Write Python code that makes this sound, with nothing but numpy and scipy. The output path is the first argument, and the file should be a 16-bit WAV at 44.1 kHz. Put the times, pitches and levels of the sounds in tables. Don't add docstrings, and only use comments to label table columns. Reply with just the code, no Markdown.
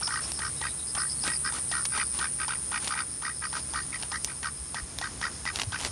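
import sys
import numpy as np
from scipy import signal
from scipy.fft import rfft, irfft, next_fast_len
from scipy.io import wavfile
from scipy.ndimage import uniform_filter1d

SR = 44100
rng = np.random.default_rng(int(sys.argv[2]) if len(sys.argv) > 2 else 0)


def output_pcm(signal):
    pcm = np.clip(np.atleast_2d(signal).T, -1, 1) * 32767
    wavfile.write(sys.argv[1], SR, np.round(pcm).astype(np.int16))


N = 260631
TIME = np.arange(N) / SR

# frequency_hz, gain_db
AIR_SPECTRUM = [(20, -50), (35, -26), (55, 4.5), (110, 2), (200, -1), (350, -6), (650, -12), (1200, -11),
                (2900, -17.5), (4200, -15), (5200, -16), (6000, -14.5), (6500, -10.5), (7500, -16.5),
                (10500, -13), (12000, -45), (14500, -45)]
# time_s, level_db
AIR_LEVELS = [(0, -43.5), (1.1, -44.5), (1.7, -44.5), (2.6, -45), (3.2, -45), (4.5, -45), (5.9, -43.5)]
# pitch_hz, relative_db
HUM_PARTIALS = [(70, -52.5), (140, -55)]
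# time_s, level_db, body_resonance_hz, direct_chirp_gain
BUZZ_CURVES = [(0.0, -35.5, 9300, 0.54), (0.6, -35.5, 9300, 0.8), (0.89, -35, 9330, .7),
               (1.03, -30, 9330, 0.8), (1.12, -33.5, 9400, 1), (1.36, -31, 9370, 0.8),
               (1.54, -34, 9230, 0.77), (1.81, -31, 9300, 0.19), (2.5, -33.5, 9370, 0.22),
               (3.22, -37, 9410, .22), (3.65, -36.5, 9370, 0.1), (4.75, -40, 9380, 0.43),
               (4.91, -44, 9320, 0.4), (5.9, -41.5, 9470, 0.16)]
# frequency_hz, gain_db
CHORUS_SPECTRUM = [(7000, -60), (7700, -43), (8400, -4), (9000, 7), (9400, -8), (9900, 1.5), (10500, -42),
                   (11400, -14.5), (12500, -59)]
# start_s, rise_s, fade_s, relative_db, flaps_per_s, pitch_hz, climb_octaves_per_s,
# bill_gape (0-1), cluck_strength (0-1)
DUCK_CALLS = [(0.011, 0.016, 0.018, -34.5, 54, 1393, 6, 0.6, 0.25),
              (0.075, 0.083, 0.046, -27.5, 59, 1515, 0.6, 0.28, 0.6),
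              (0.391, 0.059, 0.039, -29, 65, 1506, 0, 0.36, 0.56),
              (0.614, 0.04, 0.031, -26.5, 69, 1698, -2.0, 0.7, 0.71),
              (0.95, 0.051, 0.06, -30.5, 60, 1467, 5, 0.25, 0.65),
              (1.237, 0.047, 0.061, -29, 57, 1660.0, 2, 0.7, 0.42),
              (1.437, 0.026, 0.042, -26.5, 74, 1616, 1.5, 0.4, 0),
              (1.522, 0.028, 0.046, -35, 62, 1362, 7.8, 0.5, 0.35),
              (1.714, 0.025, 0.074, -27.5, 71, 1530.0, -1.4, 0.24, 0.52),
              (1.916, 0.049, 0.018, -28, 73, 1482, -3, 0.9, 0),
              (1.976, 0.038, 0.024, -25.5, 66, 1616, -9.5, 0.6, 0.73),
              (2.191, 0.038, 0.042, -26, 72, 1566, 1.4, 0.62, 0.42),
              (2.386, 0.031, 0.039, -29, 67, 1597, -2.3, 0.74, 0.02),
              (2.48, 0.027, 0.046, -28.5, 66, 1470.0, 4.9, 0.84, 0.58),
              (2.718, 0.043, 0.025, -25.5, 61, 1492, 0.5, 0.74, 0.52),
              (2.893, 0.031, 0.027, -25.5, 64, 1480.0, 6.5, 0.62, 0),
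              (2.952, 0.039, 0.036, -26.5, 69, 1580, -1, 0.75, 0.25),
              (3.222, 0.044, 0.047, -28.5, 65, 1566, 4, 0.5, 0.25),
              (3.415, 0.024, 0.033, -27, 64, 1676, -6.5, 0.46, 0.07),
              (3.528, 0.04, 0.017, -28.5, 68, 1510, -9.0, 0.55, 0.4),
              (3.735, 0.025, 0.052, -26, 68, 1524, 1.5, 0.4, 0.48),
              (3.919, 0.025, 0.027, -29, 70, 1872, 1, 0.52, 0.05),
              (4.117, 0.041, 0.018, -27.5, 66, 1652, 6, 0, 0.48),
              (4.274, 0.026, 0.032, -38.5, 58, 1617, -6.5, 0.8, 0.2),
              (4.429, 0.029, 0.034, -26.5, 74, 1536, -9.5, 0.4, 0.54),
              (4.744, 0.026, 0.036, -29, 69, 1636, -9.0, 0.3, 0.55),
              (5.013, 0.028, 0.04, -27, 62, 1690, -7, 0.4, 0.58),
              (5.213, 0.028, 0.042, -25, 74, 1700, -1.5, 0.43, 0.46),
              (5.453, 0.023, 0.034, -24.5, 78, 1807, -8, 0.5, 0.62),
              (5.72, 0.025, 0.027, -26.5, 66, 1640, 0, 0.65, 0.37)]
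# frequency_hz, gain_db
CLUCK_SPECTRUM = [(150, 1.5), (600, -2.5), (900, 15), (1200, 5), (1550, 3), (2100, -1), (2700, 1.5),
                  (3500, 5.5), (4200, 2), (5000, 2.5), (6200, 1.5), (8000, -6.5), (12000, -60)]
# centre_hz, width_hz, bill_shut_db, bill_open_db
THROAT_MODES = [(890, 150, -6, 7), (1237, 74, 7.5, 11), (1534, 89, -5, 3.5), (1888, 78, 6, 3.5),
                (2410, 190, -9, 14.5)]
# centre_hz, width_hz, bill_shut_db, bill_open_db
WINDPIPE_MODES = [(3024, 260, -4, -1.5), (3650, 74, -3.5, 6.5), (4250, 330, 1, -7), (4770, 59, 5.5, 10),
                  (5190, 155, 6.5, 0.5), (6200, 730, -2.5, -8.5)]
# start_s, length_s, pitch_hz, level_db, change_db_per_s
TRILL_BOUTS = [(0.027, .06, 5230, -27.5, 0), (0.109, .41, 5310, -38, -18), (0.564, .29, 3860, -48, -5),
               (0.867, .6, 5056, -37.5, -3), (1.045, .18, 4430, -51, 0), (1.577, .6, 5056, -47.5, -5),
               (3.363, .5, 5100, -47, -8)]
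# middle_s, length_s, level_db
FOOT_SCUFFS = [(0.265, 0.15, -43.5), (1.271, 0.084, -36), (1.564, 0.086, -38.5), (1.972, 0.063, -41),
               (2.178, 0.14, -41.5), (2.856, 0.15, -41.5), (3.577, 0.076, -39), (4.026, 0.1, -46),
               (5.589, 0.15, -40), (5.834, 0.14, -35.5)]
# frequency_hz, gain_db
SCUFF_SPECTRUM = [(100, -14.5), (250, 5), (600, 0), (1000, 4.5), (1500, 0), (3000, 0), (5000, 0),
                  (8000, -3), (11000, -12), (14500, -49)]
# start_s, peak_db, tilt_db_per_octave, crunch_decay_s
GRIT_TICKS = [(0.319, -17.5, 3.5, 0.0008), (0.9761, -22.5, -9.5, 0.0018), (1.277, -16, -4, 0.0014),
              (1.8526, -17, 2.5, 0.0037), (2.1896, -22, -2, 0.0014), (2.845, -22, 2, .003),
              (2.8745, -20, -1, .001), (2.878, -19.5, 2, .002), (4.0261, -21.5, -3.5, 0.0026),
              (4.033, -23.5, -1, .002), (4.246, -9.5, 6, 0.0014), (4.9867, -15, 1.5, 0.00057),
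              (5.5589, -12.5, 1, 0.0012), (5.5722, -22, -2, 0.00083), (5.5886, -19, -5, 0.00087),
              (5.5975, -15, -3, 0.0027), (5.6166, -12, -2, 0.003), (5.634, -19, -3, 0.0011),
              (5.849, -14, -2, 0.0017)]
# frequency_hz, gain_db
TICK_SPECTRUM = [(150, -1), (800, 6.5), (1500, 6.5), (2800, 10), (4700, 9.5), (7000, 4.5), (9500, -0.5),
                 (11500, -10), (14500, -18.5)]
# middle_s, length_s, pitch_hz, level_db
MIC_BUMPS = [(4.623, .12, 60, -43), (4.836, 0.041, 59, -37), (5.683, 0.0366, 104, -32)]


def gain_of(db):
    return 10 ** (np.asarray(db) / 20)


def unit_rms(x):
    return x / np.sqrt(np.mean(x ** 2) + 1e-20)


def add(mix, start_s, sound):
    at = round(start_s * SR)
    sound = sound[max(-at, 0):]
    part = mix[max(at, 0):][:len(sound)]
    part += sound[:len(part)]


def colour(x, spectrum, tilt_db=0):
    size = next_fast_len(len(x) + 2048)
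    octave = np.log2(abs(np.fft.fftfreq(size, 1 / SR)) + 1)
    hz, db = np.transpose(spectrum)
    curve_db = np.interp(octave, np.log2(hz), db) + tilt_db * np.clip(octave - 12, -1.5, 1)
    minimum_phase = np.exp(np.conj(signal.hilbert(np.log(gain_of(curve_db)))))
    return np.fft.ifft(np.fft.fft(x, size) * minimum_phase).real[:len(x)]


def band(x, low_hz, high_hz):
    return signal.sosfilt(signal.butter(3, [low_hz, high_hz], 'bandpass', fs=SR, output='sos'), x)


def drift(per_s):
    hz = np.fft.rfftfreq(N, 1 / SR)
    return unit_rms(irfft(rfft(rng.standard_normal(N)) * np.exp(-(hz / per_s) ** 2), N))


def resonate(x, hz, width_hz):
    carrier = np.exp(2j * np.pi * np.cumsum(hz * np.ones(len(x))) / SR)
    pole = np.exp(-np.pi * width_hz / SR)
    return 2 * (carrier * signal.lfilter([1 - pole], [1, -pole], x / carrier)).real


def hedge_scatter(x, t60_s=0.056, wet_db=-17):
    t = np.arange(SR // 2) / SR
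    echoes = rng.standard_normal(len(t)) * (rng.random(len(t)) < .05)
    echoes *= (t > .006) * gain_of(-60 * t / t60_s)
    return x + gain_of(wet_db) * signal.fftconvolve(x, echoes / np.linalg.norm(echoes))[:N]


def open_air(swell_db=1.0):
    level_db = np.interp(TIME, *np.transpose(AIR_LEVELS)) + swell_db * drift(1.8)
    return gain_of(level_db) * unit_rms(colour(rng.standard_normal(N), AIR_SPECTRUM))


def machine_hum(trim_db=-1):
    wavering_s = np.cumsum(1 + .008 * drift(5)) / SR
    return sum(np.sqrt(2) * gain_of(db + trim_db + 2 * drift(5)) * np.sin(2 * np.pi * hz * wavering_s)
               for hz, db in HUM_PARTIALS)


def tymbal(buckles_per_s, top_hz, fall_hz):
    phase = np.cumsum(buckles_per_s * (1 + .039 * drift(60))) / SR % 1
    hz = top_hz - fall_hz * phase + 110 * drift(202)
    attack = 1 - np.exp(-(phase / .05) ** 2)
    decay = np.exp(-phase / .98) * (1 - phase ** 6)
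    return unit_rms(attack * decay * np.sin(2 * np.pi * np.cumsum(hz) / SR) * gain_of(.26 * drift(59)))


def cicada_buzz(body_width_hz=230):
    times, *columns = np.transpose(BUZZ_CURVES)
    level_db, body_hz, direct = (np.interp(TIME, times, column) for column in columns)
    pair = tymbal(127, 10250, 2700) + gain_of(-7) * tymbal(121.5, 10200, 2400)
    pair = hedge_scatter(resonate(pair, body_hz, body_width_hz) + direct * pair, t60_s=.04, wet_db=-8)
    pair /= np.sqrt(uniform_filter1d(pair ** 2, size=6000))
    chorus = unit_rms(colour(rng.standard_normal(N), CHORUS_SPECTRUM))
    chorus_gain = gain_of(np.interp(TIME, [3, 5], [-13, -5]))
    return gain_of(level_db) * (pair + chorus_gain * chorus) / np.hypot(1, chorus_gain)


def bill_clucks(full_db=-17.5, knock_hz=900, knock_db=-16):
    out, t = np.zeros(N), np.arange(2200) / SR
    onset = np.minimum(t / .0008, 1)
    decay = np.exp(-t / .004) + gain_of(-13) * np.exp(-t / .02)
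    for start, *_, strength in DUCK_CALLS:
        puff = colour(rng.standard_normal(len(t)) * onset * decay, CLUCK_SPECTRUM)
        knock = np.sin(2 * np.pi * knock_hz * rng.uniform(.9, 1.05) * t) * onset * np.exp(-t / .005)
        add(out, start, strength * gain_of(full_db) * (puff / abs(puff).max() + gain_of(knock_db) * knock))
    return out


def vocal_tract(x, modes, gape, tuning):
    return sum((-1) ** k * gain_of(shut_db + gape * (open_db - shut_db)) * resonate(x, hz * tuning, width)
               for k, (hz, width, shut_db, open_db) in enumerate(modes))


def quack(swell_s, fade_s, flaps_per_s, pitch_hz, climb, gape, flutter_hz=330, rasp_db=-9):
    breath, leak, open_cycles = .16, .2, .15
    t = np.arange(-1.8 * swell_s, 1.6 * fade_s, 1 / SR)
    effort = np.exp(-abs(t / np.where(t < 0, swell_s, fade_s)) ** 2.7)
    reach_octaves = .33 if climb > 0 else .16
    contour_hz = pitch_hz * 2 ** (reach_octaves * np.tanh(climb * t / reach_octaves))
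    tuning = (contour_hz / 1550) ** .18 * (1 + .03 * (effort - .8)) * rng.normal(1, .008)
    jitter = .036 * np.sin(2 * np.pi * (t * flaps_per_s / np.pi + rng.random()))
    cycles = t * flaps_per_s + jitter
    flap = np.round(cycles).astype(int)
    phase = cycles - flap
    spreads = np.array([[.06], [.8], [.13], [.2]])
    detune, slide, force, flutter_speed = 1 + spreads * rng.standard_normal((4, 32))[:, flap]
    opening = force * np.exp(-.5 * (phase / (open_cycles * np.where(phase < 0, .65, 1.25))) ** 2)
    angle = 2 * np.pi * np.cumsum(contour_hz * detune * 2 ** (.55 * slide * phase)) / SR
    flutter = 1 + .4 * np.cos(2 * np.pi * (np.cumsum(flutter_hz * flutter_speed) / SR + rng.random()))
    squawk = (np.sin(angle) + .17 * opening * np.sin(2 * angle)) * flutter
    air, hiss = rng.standard_normal((2, len(t)))
    flow = (opening + leak) * ((1 - breath) * squawk + 4 * breath * air)
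    voice = band(vocal_tract(flow, THROAT_MODES, gape, tuning), 630, 3500)
    period = round(SR / flaps_per_s)
    power = uniform_filter1d(uniform_filter1d(voice ** 2, period), period)
    voice = effort * voice / np.sqrt(power + 1e-12)
    closing = force * np.exp(-.5 * ((phase - .1) / open_cycles) ** 2)
    snaps = hiss * effort ** 1.43 * (closing + leak)
    rasp = band(vocal_tract(snaps, WINDPIPE_MODES, gape, tuning), 1900, 6640)
    call = unit_rms(voice) + gain_of(rasp_db) * unit_rms(rasp)
    return -t[0], call * np.sqrt(np.mean((effort * opening) ** 2))


def ducks(trim_db=0.5, catch_s=.009, lead_s=0.001494):
    out = np.zeros(N)
    for start, rise, fade, db, flaps_per_s, hz, climb, gape, _ in DUCK_CALLS:
        to_peak_s, call = quack(max(rise - catch_s, catch_s), fade, flaps_per_s, hz, climb, gape)
        add(out, start + rise - lead_s - to_peak_s, gain_of(db + trim_db) * call)
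    return out


def far_cicada(level_db=-53, throb_hz=9, throb_db=3.5):
    song = unit_rms(hedge_scatter(tymbal(84, 5500, 800), t60_s=.1, wet_db=4))
    swell_db = throb_db * np.sin(2 * np.pi * throb_hz * TIME + drift(1.7)) + 2 * drift(2.2)
    return gain_of(level_db) * unit_rms(song * gain_of(swell_db))


def trill(hz, length_s=.054, chirps_per_s=83, spread_db=2.5, blur=.4):
    t = np.arange(int(length_s * SR)) / SR
    cycles = t * chirps_per_s * rng.uniform(.92, 1.08)
    phase = cycles % 1
    detune, steepness, strength = rng.standard_normal((3, 16))[:, cycles.astype(int)]
    sweep = .22 * (hz / 5000) ** 2 * (1 + steepness / 4)
    pitch_hz = hz * (1 + .018 * detune) * (1 - sweep * (phase - .5))
    pulses = gain_of(spread_db * strength) * np.sin(np.pi * phase) ** 2
    chirps = pulses * np.sin(2 * np.pi * np.cumsum(pitch_hz) / SR)
    scatter = resonate(resonate(rng.standard_normal(len(t)), hz, 900), hz, 900)
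    return (unit_rms(chirps) + blur * unit_rms(scatter)) * signal.windows.tukey(len(t), .25)


def cicada_trills(every_s=.11, slowing_per_s=.08, first_trill_db=-5):
    out = np.zeros(N)
    for start, length, hz, db, db_per_s in TRILL_BOUTS:
        for elapsed in np.arange(0, length, every_s):
            level_db = db + db_per_s * elapsed + first_trill_db * (elapsed == 0)
            add(out, start + elapsed * (1 + slowing_per_s * elapsed), gain_of(level_db) * trill(hz))
    return out


def foot_scuffs(grains_per_s=3500):
    strokes = np.zeros(N)
    for middle, length, db in FOOT_SCUFFS:
        add(strokes, middle - length / 2, gain_of(db) * signal.windows.tukey(int(length * SR), .6))
    grains = (rng.random(N) < grains_per_s / SR) * rng.standard_normal(N)
    return strokes * unit_rms(colour(grains, SCUFF_SPECTRUM))


def grit_ticks():
    out, t = np.zeros(N), np.arange(1300) / SR
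    for start, peak_db, tilt_db, decay_s in GRIT_TICKS:
        decay = np.exp(-t / decay_s) + gain_of(-24) * np.exp(-t / .008)
        crunch = .4 * rng.standard_normal(len(t)) * decay
        crunch[0] += 1
        tick = colour(crunch, TICK_SPECTRUM, tilt_db)
        add(out, start, gain_of(peak_db) * tick / abs(tick).max())
    return out


def handling_rumble(from_s=4.53, full_s=5.8, level_db=-48.5, lumps_db=4):
    rumble = unit_rms(band(rng.standard_normal(N), 48, 100) * gain_of(lumps_db * drift(10)))
    return gain_of(level_db) * np.interp(TIME, [from_s, full_s], [0, 1]) * rumble


def mic_bumps():
    out = np.zeros(N)
    for middle, length, hz, db in MIC_BUMPS:
        t = np.arange(int(length * SR)) / SR
        shake = np.sqrt(2) * np.hanning(len(t)) * np.sin(2 * np.pi * (hz * t + rng.random()))
        add(out, middle - length / 2, gain_of(db) * shake)
    return out


def scene():
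    path = hedge_scatter(ducks() + bill_clucks() + grit_ticks() + foot_scuffs())
    bushes = cicada_buzz() + cicada_trills()
    distance = open_air() + machine_hum() + far_cicada()
    return (path + bushes + distance + handling_rumble() + mic_bumps())[None]


def record(dry, edge_hz=14650):
    low_pass = signal.firwin(511, edge_hz, window=("kaiser", 9), fs=SR)
    return signal.oaconvolve(dry, low_pass[None], "same")


dry = scene()
out = record(dry)
output_pcm(out)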